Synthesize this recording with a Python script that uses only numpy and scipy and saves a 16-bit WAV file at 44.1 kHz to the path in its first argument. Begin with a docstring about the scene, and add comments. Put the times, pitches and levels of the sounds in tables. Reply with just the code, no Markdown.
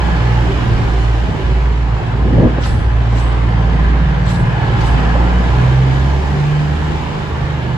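"""Two diesel engines drone and beat under a roar of fans and rolling wheels, with wind in both microphone ports:
a passenger train rolls slowly along a roofed platform. Engines are sums of shaft-order tones and later rev up.
Roar is noise through underframe resonances, swelling with each car; wind is low noise with gusts and buffets.
Brief hums flutter near 380 Hz; dull clunks are band-passed noise; wheels knock over a rail joint and ring,
with a low noise rumble of rolling wheels between knocks."""
import sys
import numpy as np
from scipy import signal
from scipy.io import wavfile
from scipy.ndimage import uniform_filter1d

SR = 44100
rng = np.random.default_rng(int(sys.argv[2]) if len(sys.argv) > 2 else 0)


def waveform_to_disk(signal):
    """Save audio, clipped to [-1, 1], as 16-bit WAV at the path in sys.argv[1]."""
    frames = np.transpose(np.atleast_2d(signal))
    scaled = np.clip(frames, -1, 1) * 32767
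    samples = np.round(scaled).astype(np.int16)
    wavfile.write(sys.argv[1], SR, samples)


N = 342657  # samples

# Engine speed. Each row: time in seconds, shaft speed in turns per second.
SHAFT_SPEED = [(0, 20.2), (.4, 19.75), (.8, 19.05), (2, 19.3), (4.4, 19.25), (4.9, 18.9), (5.25, 19.7),
               (5.6, 21), (6, 22.35), (6.4, 24.2), (6.75, 25.35), (7.05, 25.8), (7.77, 24.9)]
# Firing orders before waver. Each row: time in seconds, second engine's amplitude as a share of the first (0-1),
# first engine's order 3 in dB, its order 6 in dB.
FIRING_ORDERS = [(0.0, 0.8, -18, -21), (0.55, 0.5, -15.5, -16.5), (1.35, 0.92, -17, -27),
                 (1.49, 0.35, -11.5, -28), (1.94, 0.8, -19, -23.5), (2.81, 1, -15, -18.5),
                 (2.93, 0.34, -8, -18), (3.51, 0.33, -17.5, -17.5), (3.9, 0.74, -9, -31),
                 (4.3, 0.53, -12.5, -18), (5.29, 1, -15.5, -25), (5.63, 0.68, -21, -15),
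                 (6.36, 0.92, -12, -16), (6.78, 0.46, -19.5, -20), (7.12, 0.66, -29.5, -27),
                 (7.77, 0.63, -20.5, -24)]
# Second engine's lag behind the first. Each row: time in seconds, slip in firing cycles.
ENGINE_SLIP = [(-0.0, -0.21), (0.7, 0.51), (1.67, 1.9), (1.89, 1.95), (2.01, 2.43), (2.33, 3.05),
               (2.53, 3.33), (2.75, 3.27), (3.8, 4.31), (4.09, 4.36), (4.74, 4.55), (4.94, 4.77),
               (5.31, 4.77), (5.74, 5.17), (6.1, 5.28), (6.64, 5.59), (7.3, 6.83), (7.77, 7.53)]
# Other shaft orders before waver. Each row: time in seconds, orders 5, 7, 8 and 9 in dB.
UNEVEN_ORDERS = [(0, -39, -47, -22, -28), (.35, -35, -44, -32, -27.5), (.9, -42, -37, -45, -38),
                 (1.45, -46, -28, -29.5, -34), (1.95, -33, -29, -45, -42), (2.25, -25, -23.5, -31, -31),
                 (2.7, -42.5, -29.5, -38, -40), (3.3, -37, -42, -43, -40), (3.55, -40, -31, -26, -25.5),
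                 (3.8, -33, -29, -28.5, -22.5), (4.1, -36, -22.5, -29.5, -22), (4.45, -46, -23, -30, -22.5),
                 (4.6, -47, -23, -38, -28), (4.9, -39, -20.5, -27, -29), (5.03, -38, -20, -21.5, -21),
                 (5.2, -40, -38, -41, -20), (5.38, -40, -36, -39, -21.5), (5.5, -29, -38, -25.5, -30),
                 (5.63, -33, -42, -36, -29), (5.8, -36, -33, -30, -44), (6.9, -36, -40, -39, -47),
                 (7.35, -25, -48, -35, -49), (7.77, -20.5, -26, -49, -44)]
SLIP_6_CYCLES = 0.8  # head start of the beat in order 6
REFERENCE_TURNS_PER_S = 22.7  # mid-rev
ORDER_2_REFERENCE_DB, ORDER_2_DB_PER_TURN = -37.5, 1.3  # level at the reference speed, slope
ORDER_12_RE_9_DB = -16.5
UNEVEN_WAVER_RMS_DB = 1.4

# Roar spectrum, relative. Each row: frequency in Hz, density in dB per Hz.
ROAR_SPECTRUM = [(25, -37), (50, -0.5), (90, -11.5), (140, -7), (200, -14), (260, -15.5), (390, -15.5),
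                 (600, -18.5), (850, -19.5), (1130, -20), (3040, -29), (5500, -41), (8300, -49),
                 (11000, -58), (12300, -61), (13300, -82), (15500, -74)]
# Underframe resonances. Each row: frequency in Hz, width in Hz, mean height in dB before scaling by nearness.
UNDERFRAME = [(783, 133, 3.5), (879, 99, 3), (1013, 29, 4.5), (1679, 190, 4.5), (3017, 48, 4)]
# Left-right likeness of the roar. Each row: frequency in Hz, correlation (clipped to -1..1).
ROAR_LIKENESS = [(60, 0.65), (130, 0.69), (270, 0.87), (580, 0.14), (1000, 0.41), (1750, 0.43),
                 (2630, -0.08), (5700, 0.24), (7400, 0.59), (9000, -1.46), (11000, 0.4), (14000, 0)]
# Left-right balance of the roar. Each row: frequency in Hz, left over right in dB.
ROAR_LEAN = [(60, -2.5), (400, -2.5), (1000, -1), (2500, 0), (5500, -2), (8000, -0.5)]
# Port phase of the roar's shared part. Each row: frequency in Hz, lead of the right port in radians.
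ROAR_PORT_PHASE = [(300, .1), (600, .7), (1030, .9), (1750, 2.1), (2400, 0), (5000, 0), (5700, 2.9),
                   (7000, .5), (8300, 0)]
# Roar throbbing with the engine. Each row: shaft order, depth (0-1).
ROAR_THROB = [(1, .04), (3, .045)]
# Pass-by of fans and rolling. Values: closest time in seconds, swell in dB, half width in seconds.
FAN_ROLL_PASS = (5.296, 7.62, 1.71)
# Later treble swell. Values: closest time in seconds, swell in dB, half width in seconds, base between cars in dB.
TREBLE_SWELL = (6.5, 7, 1.45, -5.5)
# Bass swell. Values: closest time in seconds, swell in dB, half width in seconds, base between cars in dB.
BASS_SWELL = (6.5, 4.5, 2, -2)
CAR_S, LEAVING_SHARE = 5.52, 0.64  # time per car; half width once past, as a share: it fades faster than it comes
FAR_DB, ROAR_DB_PER_TURN, TREBLE_DB_PER_TURN = -29, -0.01, 0.2
PATCH_RMS_DB = 1.5

# Low noise swells, before waver: wind gusts on the ports and one rumble of rolling wheels.
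# Each row: middle in seconds, half length in seconds, level in dB, reach in Hz.
LOW_SWELLS = [(.65, 0.2, -16.5, 50), (1.54, 0.12, -23, 70), (2.3, 0.052, -14, 300),
              (2.43, 0.15, -14.5, 260), (2.433, 0.055, -16.5, 435), (2.787, 0.18, -17, 60),
              (3.35, 0.42, -26.5, 310), (3.698, 0.21, -22, 110), (4.5, 0.5, -20.5, 80.5)]
WIND_GUSTS = LOW_SWELLS[:6] + LOW_SWELLS[7:]
WHEEL_RUMBLE = LOW_SWELLS[6]
# Single buffets. Each row: middle in seconds, level in dB, reach in Hz.
WIND_BUFFETS = [(.755, -19, 200), (.86, -27, 179), (1.291, -7.5, 200), (1.35, -12, 180), (1.52, -17, 150),
                (2.155, -15, 220), (2.34, -14, 300), (2.427, -9, 447), (2.469, -17, 300),
                (2.585, -11.5, 420), (2.75, -9, 150), (4.41, -16, 260)]
CALM_DB, CALM_REACH_HZ = -34.5, 70
LOW_WAVER_RMS_DB = 3.4
LOW_LIKENESS = [(80, 0.88), (400, 0.68)]  # Each row: frequency in Hz, left-right correlation.
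LOW_LEAN = [(80, 0.015), (400, 0.3)]  # Each row: frequency in Hz, left over right in dB.

# Short hums. Each row: middle in seconds, pitch in Hz, peak rms in dB before port balance.
HUM_FLUTTERS = [(.505, 390, -22), (.73, 352, -25.5), (.96, 388, -28), (1.4, 386, -27.5), (1.52, 374, -25),
                (1.58, 376, -27.5), (5.27, 380, -33), (6.22, 380, -29), (6.37, 390, -27),
                (6.52, 390, -29.5)]
FLUTTER_HALF_S = 0.028

# Running-gear clunks. Each row: start in seconds, level in dB before rise and decay.
GEAR_CLUNKS = [(2.581, -22), (3.126, -15.5), (5.152, -14)]
CLUNK_HZ, CLUNK_SPREAD_HZ, CLUNK_T60_S = 750, 490, 0.06

# Wheels at the rail joint. Each row: blow in seconds, knock in dB before grain, ring in dB before build-up and decay,
# ring tilt in dB per kHz, rise time in seconds, ring length as a share of the modes' t60.
RAIL_JOINTS = [(2.655, -27.5, -39.5, 0.5, 0.072, 0.83), (3.185, -32.5, -43, -2, 0.12, 1),
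               (4.305, -28.5, -42, 1, 0.099, 0.76), (4.815, -33, -60, 0, 0.063, .6),
               (4.855, -32, -40.5, -0.5, 0.045, 0.64)]
# Knock spectrum, relative. Each row: frequency in Hz, density in dB per Hz.
KNOCK_SPECTRUM = [(300, -8), (1500, 5.5), (3500, 2), (6000, -3.5), (8000, -6), (9000, -37), (11000, -13),
                  (13000, -32)]
# Wheel modes. Each row: frequency in Hz, spread in Hz, level relative to the ring in dB, full t60 in seconds.
WHEEL_MODES = [(7980, 150, -1, 0.74), (10120, 210, -3, 0.75), (14100, 150, -13, .15)]
KNOCK_T60_S = 0.38

EDGE_HZ = 15100  # band limit


def amp(db):
    """Decibels to gain."""
    return 10 ** (np.asarray(db) / 20)


def evened(x):
    """Scales to rms 1."""
    return x / np.sqrt(np.mean(x ** 2) + 1e-20)


def read(points, hz):
    """Spectrum table on a log-frequency axis."""
    f, value = np.transpose(points)
    return np.interp(np.log(hz + 1), np.log(f + 1), value)


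def curves(table, t):
    """Columns of a time table at times t."""
    s, *columns = np.transpose(table)
    return [np.interp(t, s, c) for c in columns]


def drift(top_hz, t):
    """Random wander of rms 1: sixteen sines up to top_hz, weaker as they quicken."""
    hz = np.geomspace(top_hz / 20, top_hz, num=16)[:, None]
    sines = np.sin(2 * np.pi * (hz * t + rng.random(hz.shape)))
    return evened((sines / np.sqrt(hz)).sum(0))


def patchy(t, hz, hz_bins, frames):
    """Smoothed random map of rms 1 over frequency and time."""
    grid = rng.standard_normal((len(t), len(hz))).T
    return evened(uniform_filter1d(uniform_filter1d(grid, hz_bins, 0), frames, 1))


def level(db, hz):
    """Spectrum in dB to gains whose total power is 1."""
    gain = amp(db)
    return gain / np.sqrt((gain ** 2).sum(0) * hz[1])


def noise(shape, size, likeness, lean, phase=((1, 0),)):
    """Two partly correlated ports of noise; shape(hz, t) is the rms per root Hz over frequency and time."""
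    hop = size // 4
    hz = np.fft.rfftfreq(size, 1 / SR)[:, None]
    t = np.arange(N // hop + 5) * hop / SR
    a, b, c, d = rng.standard_normal((len(t), len(hz), 4)).T
    same = np.clip(read(likeness, hz), -1, 1)
    left, other = a + 1j * b, c + 1j * d
    right = same * left * np.exp(1j * read(phase, hz)) + np.sqrt(1 - same ** 2) * other
    half_lean = amp(read(lean, hz) / 2)
    ports = np.array([left * half_lean, right / half_lean])
    return signal.istft(ports * shape(hz, t) * np.sqrt(SR / size), nperseg=size, noverlap=size - hop)[1][:, :N]


def passing(t, s, swell_db, half_s, between_db=0):
    """Level in dB of something that every car carries past."""
    ages = t - s - CAR_S * np.arange(-2, 2)[:, None]
    widths_s = half_s * np.where(ages > 0, LEAVING_SHARE, 1)
    return between_db + (swell_db / (1 + (ages / widths_s) ** 2)).sum(0)


def low_power(hz, reach_hz, db):
    """Power spectrum of low noise that falls off above reach_hz."""
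    low_cut_db = 20 * np.log10(1 + ((40 + 0.1 * reach_hz) / (hz + 1)) ** 3)
    colour = level(-4 * (hz / reach_hz) ** 1.8 - 6 * np.log10(hz + 30) - low_cut_db, hz)
    return (colour * amp(db)) ** 2


def engine():
    """Shaft-order tones; two engines' firing orders beat; reflections off train and roof add waver and port spread."""
    t = np.arange(0, N + 64, 64) / SR
    speed, slip = curves(SHAFT_SPEED, t)[0], curves(ENGINE_SLIP, t)[0]
    share, db_3, db_6 = curves(FIRING_ORDERS, t)
    share = np.clip(share, 0, 1)
    # complex sums of both engines: magnitude is the beat
    orders = [(3, amp(db_3) * (1 + share * np.exp(-2j * np.pi * slip))),
              (6, amp(db_6) * (1 + share * np.exp(-2j * np.pi * (2 * slip + SLIP_6_CYCLES))))]
    five, seven, eight, nine = amp(curves(UNEVEN_ORDERS, t))
    two = amp(ORDER_2_REFERENCE_DB + ORDER_2_DB_PER_TURN * (speed - REFERENCE_TURNS_PER_S))
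    twelve = amp(ORDER_12_RE_9_DB) * nine
    others = [(2, two), (5, five), (7, seven), (8, eight), (9, nine), (12, twelve)]
    orders += [(k, rms * amp(UNEVEN_WAVER_RMS_DB * drift(5.6, t))) for k, rms in others]
    turns, out = np.cumsum(speed) * 64 / SR, np.zeros((2, N))
    for k, rms in orders:
        # multiples of 3 share the pulse's timing; the rest start anywhere in the cycle
        start = (k % 3 > 0) * rng.random()
        jitter = 0.11 * np.sqrt(k) / 2 * drift(11, t)
        phase = 2 * np.pi * (k * turns + start) + jitter + np.unwrap(np.angle(rms))
        spread = 0.017 * k * drift(2.9, t)
        gain = np.sqrt(2) * abs(rms) * amp(0.32 * np.sqrt(k) * drift(11, t))
        gain, phase, spread = [np.interp(np.arange(N) / 64, np.arange(len(t)), v) for v in (gain, phase, spread)]
        out += gain * np.cos(phase + np.outer([1, -1], spread))
    return out * amp([[-1.1], [1.1]])


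def roar():
    """Broad noise through the underframe's resonances, which come and go, in drifting patches."""
    def shape(hz, t):
        revs = curves(SHAFT_SPEED, t)[0] - REFERENCE_TURNS_PER_S
        db = FAR_DB + passing(t, *FAN_ROLL_PASS) + ROAR_DB_PER_TURN * revs
        bass_db = passing(t, *BASS_SWELL)
        treble_db = passing(t, *TREBLE_SWELL) + TREBLE_DB_PER_TURN * revs
        peaks_db = sum((g + 0.81 * drift(9, t)) / (1 + (2 * (hz - f) / w) ** 2) for f, w, g in UNDERFRAME)
        near = 1 + (db + 27.0) / 10  # resonances stand out when the source is close
        tone = amp(read(ROAR_SPECTRUM, hz) + peaks_db * near)
        middle = (hz[:, 0] > 600) & (hz[:, 0] < 2500)
        tone = tone / np.sqrt((tone[middle] ** 2).sum(0) * hz[1])  # unit power in the middle band
        bass = np.clip(np.log2(700 / (hz + 1)), 0, 1)
        treble = np.clip(np.log2((hz + 1) / 2000) / 2, 0, 1)
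        chance_db = PATCH_RMS_DB * patchy(t, hz, 5, 12) + 0.5 * drift(4.5, t)
        return tone * amp(db + bass_db * bass + treble_db * treble + chance_db)
    turns = np.cumsum(curves(SHAFT_SPEED, np.arange(N) / SR)[0]) / SR
    throb = 1 + sum(depth * np.cos(2 * np.pi * (k * turns + rng.random())) for k, depth in ROAR_THROB)
    return throb * noise(shape, 2048, ROAR_LIKENESS, ROAR_LEAN, ROAR_PORT_PHASE)


def wind():
    """Lumpy low pressure; gusts swell over the calm, each with its own reach, and single buffets thump over them."""
    def shape(hz, t):
        power = low_power(hz, CALM_REACH_HZ, CALM_DB)
        for s, half_s, db, reach_hz in WIND_GUSTS:
            power = power + low_power(hz, reach_hz, db) * np.exp(-((t - s) / half_s) ** 2)
        power = power * amp(LOW_WAVER_RMS_DB * drift(40, t)) ** 2
        for s, db, reach_hz in WIND_BUFFETS:
            power += low_power(hz, reach_hz, db) * np.exp(-((t - s) / 0.0043) ** 2)
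        return np.sqrt(power)
    return noise(shape, 1024, LOW_LIKENESS, LOW_LEAN)


def flutters():
    """Each flutter is a soft sine blip under a bell-shaped envelope."""
    out = np.zeros(N)
    for s, hz, db in HUM_FLUTTERS:
        at = np.arange(round((s - 0.1) * SR), round((s + 0.1) * SR))
        bell = np.exp(-((at / SR - s) / FLUTTER_HALF_S) ** 2)
        out[at] += np.sqrt(2) * amp(db) * bell * np.cos(2 * np.pi * (hz * at / SR + rng.random()))
    return out * amp([[-1], [1]])


def clunks():
    """Each clunk is a sudden dull blow of band-passed noise that dies at once."""
    t, out = np.arange(4096) / SR, np.zeros((2, N))
    edges_hz = [CLUNK_HZ - CLUNK_SPREAD_HZ / 2, CLUNK_HZ + CLUNK_SPREAD_HZ / 2]
    band = signal.butter(3, edges_hz, "band", fs=SR, output="sos")
    rise = np.sin(np.pi / 2 * np.minimum(t / 0.0037, 1)) ** 2
    for s, db in GEAR_CLUNKS:
        both, left, right = rng.standard_normal((3, len(t)))
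        blow = evened(signal.sosfilt(band, both + 0.5 * np.array([left, right])))
        out[:, round(s * SR):][:, :len(t)] += blow * rise * amp(db - 60 * t / CLUNK_T60_S)
    return out


def joints():
    """Each knock swells as the wheel climbs the rail end, then echoes away; wheel modes ring on as fuzzy clusters."""
    def shape(hz, t):
        power = 0
        for s, knock_db, ring_db, tilt_db, rise_s, ring_share in RAIL_JOINTS:
            rise = np.clip(1 + (t - s) / rise_s, 0, 1) ** 3
            age = np.maximum(t - s, 0)
            # uneven scrape of steel on steel
            grain = amp(1.1 * rng.standard_normal(len(t)) + 2.5 * patchy(t, hz, 14, 5))
            knock = level(read(KNOCK_SPECTRUM, hz), hz) * grain * amp(knock_db - 60 * age / KNOCK_T60_S)
            power = power + rise * knock ** 2
            build = rise ** 2 * np.clip(0.22 + (t - s) / 0.047, 0, 1)  # the ring grows after the blow
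            for f, w, db, t60_s in WHEEL_MODES:
                mode = level(-20 * np.log10(1 + (2 * (hz - f) / w) ** 2), hz)
                mode_db = ring_db + db + tilt_db * (f - WHEEL_MODES[0][0]) / 1000
                power = power + build * (mode * amp(mode_db - 60 * age / (ring_share * t60_s))) ** 2
        return np.sqrt(power)
    return noise(shape, 512, [(1000, 0.7), (10000, -0.26), (14000, -0.5)], [(1000, 0.01)])


def rumble():
    """Rolling wheels between knocks: one wavering swell of low noise."""
    def shape(hz, t):
        s, half_s, db, reach_hz = WHEEL_RUMBLE
        power = low_power(hz, reach_hz, db) * np.exp(-((t - s) / half_s) ** 2)
        return np.sqrt(power) * amp(LOW_WAVER_RMS_DB * drift(40, t))
    return noise(shape, 1024, LOW_LIKENESS, LOW_LEAN)


def scene():
    """All sources at the two ports."""
    return engine() + roar() + wind() + flutters() + clunks() + joints() + rumble()


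def record(dry):
    """Microphone bass roll-off, soft ceiling of the recorder, then the band limit."""
    thin = signal.sosfilt(signal.butter(2, 36, "high", fs=SR, output="sos"), dry)
    soft = np.tanh(thin / 1.2) * 1.2
    low_pass = signal.firwin(511, EDGE_HZ, window=("kaiser", 9), fs=SR)
    return signal.oaconvolve(soft, low_pass[None], "same")


dry = scene()
out = record(dry)
waveform_to_disk(out)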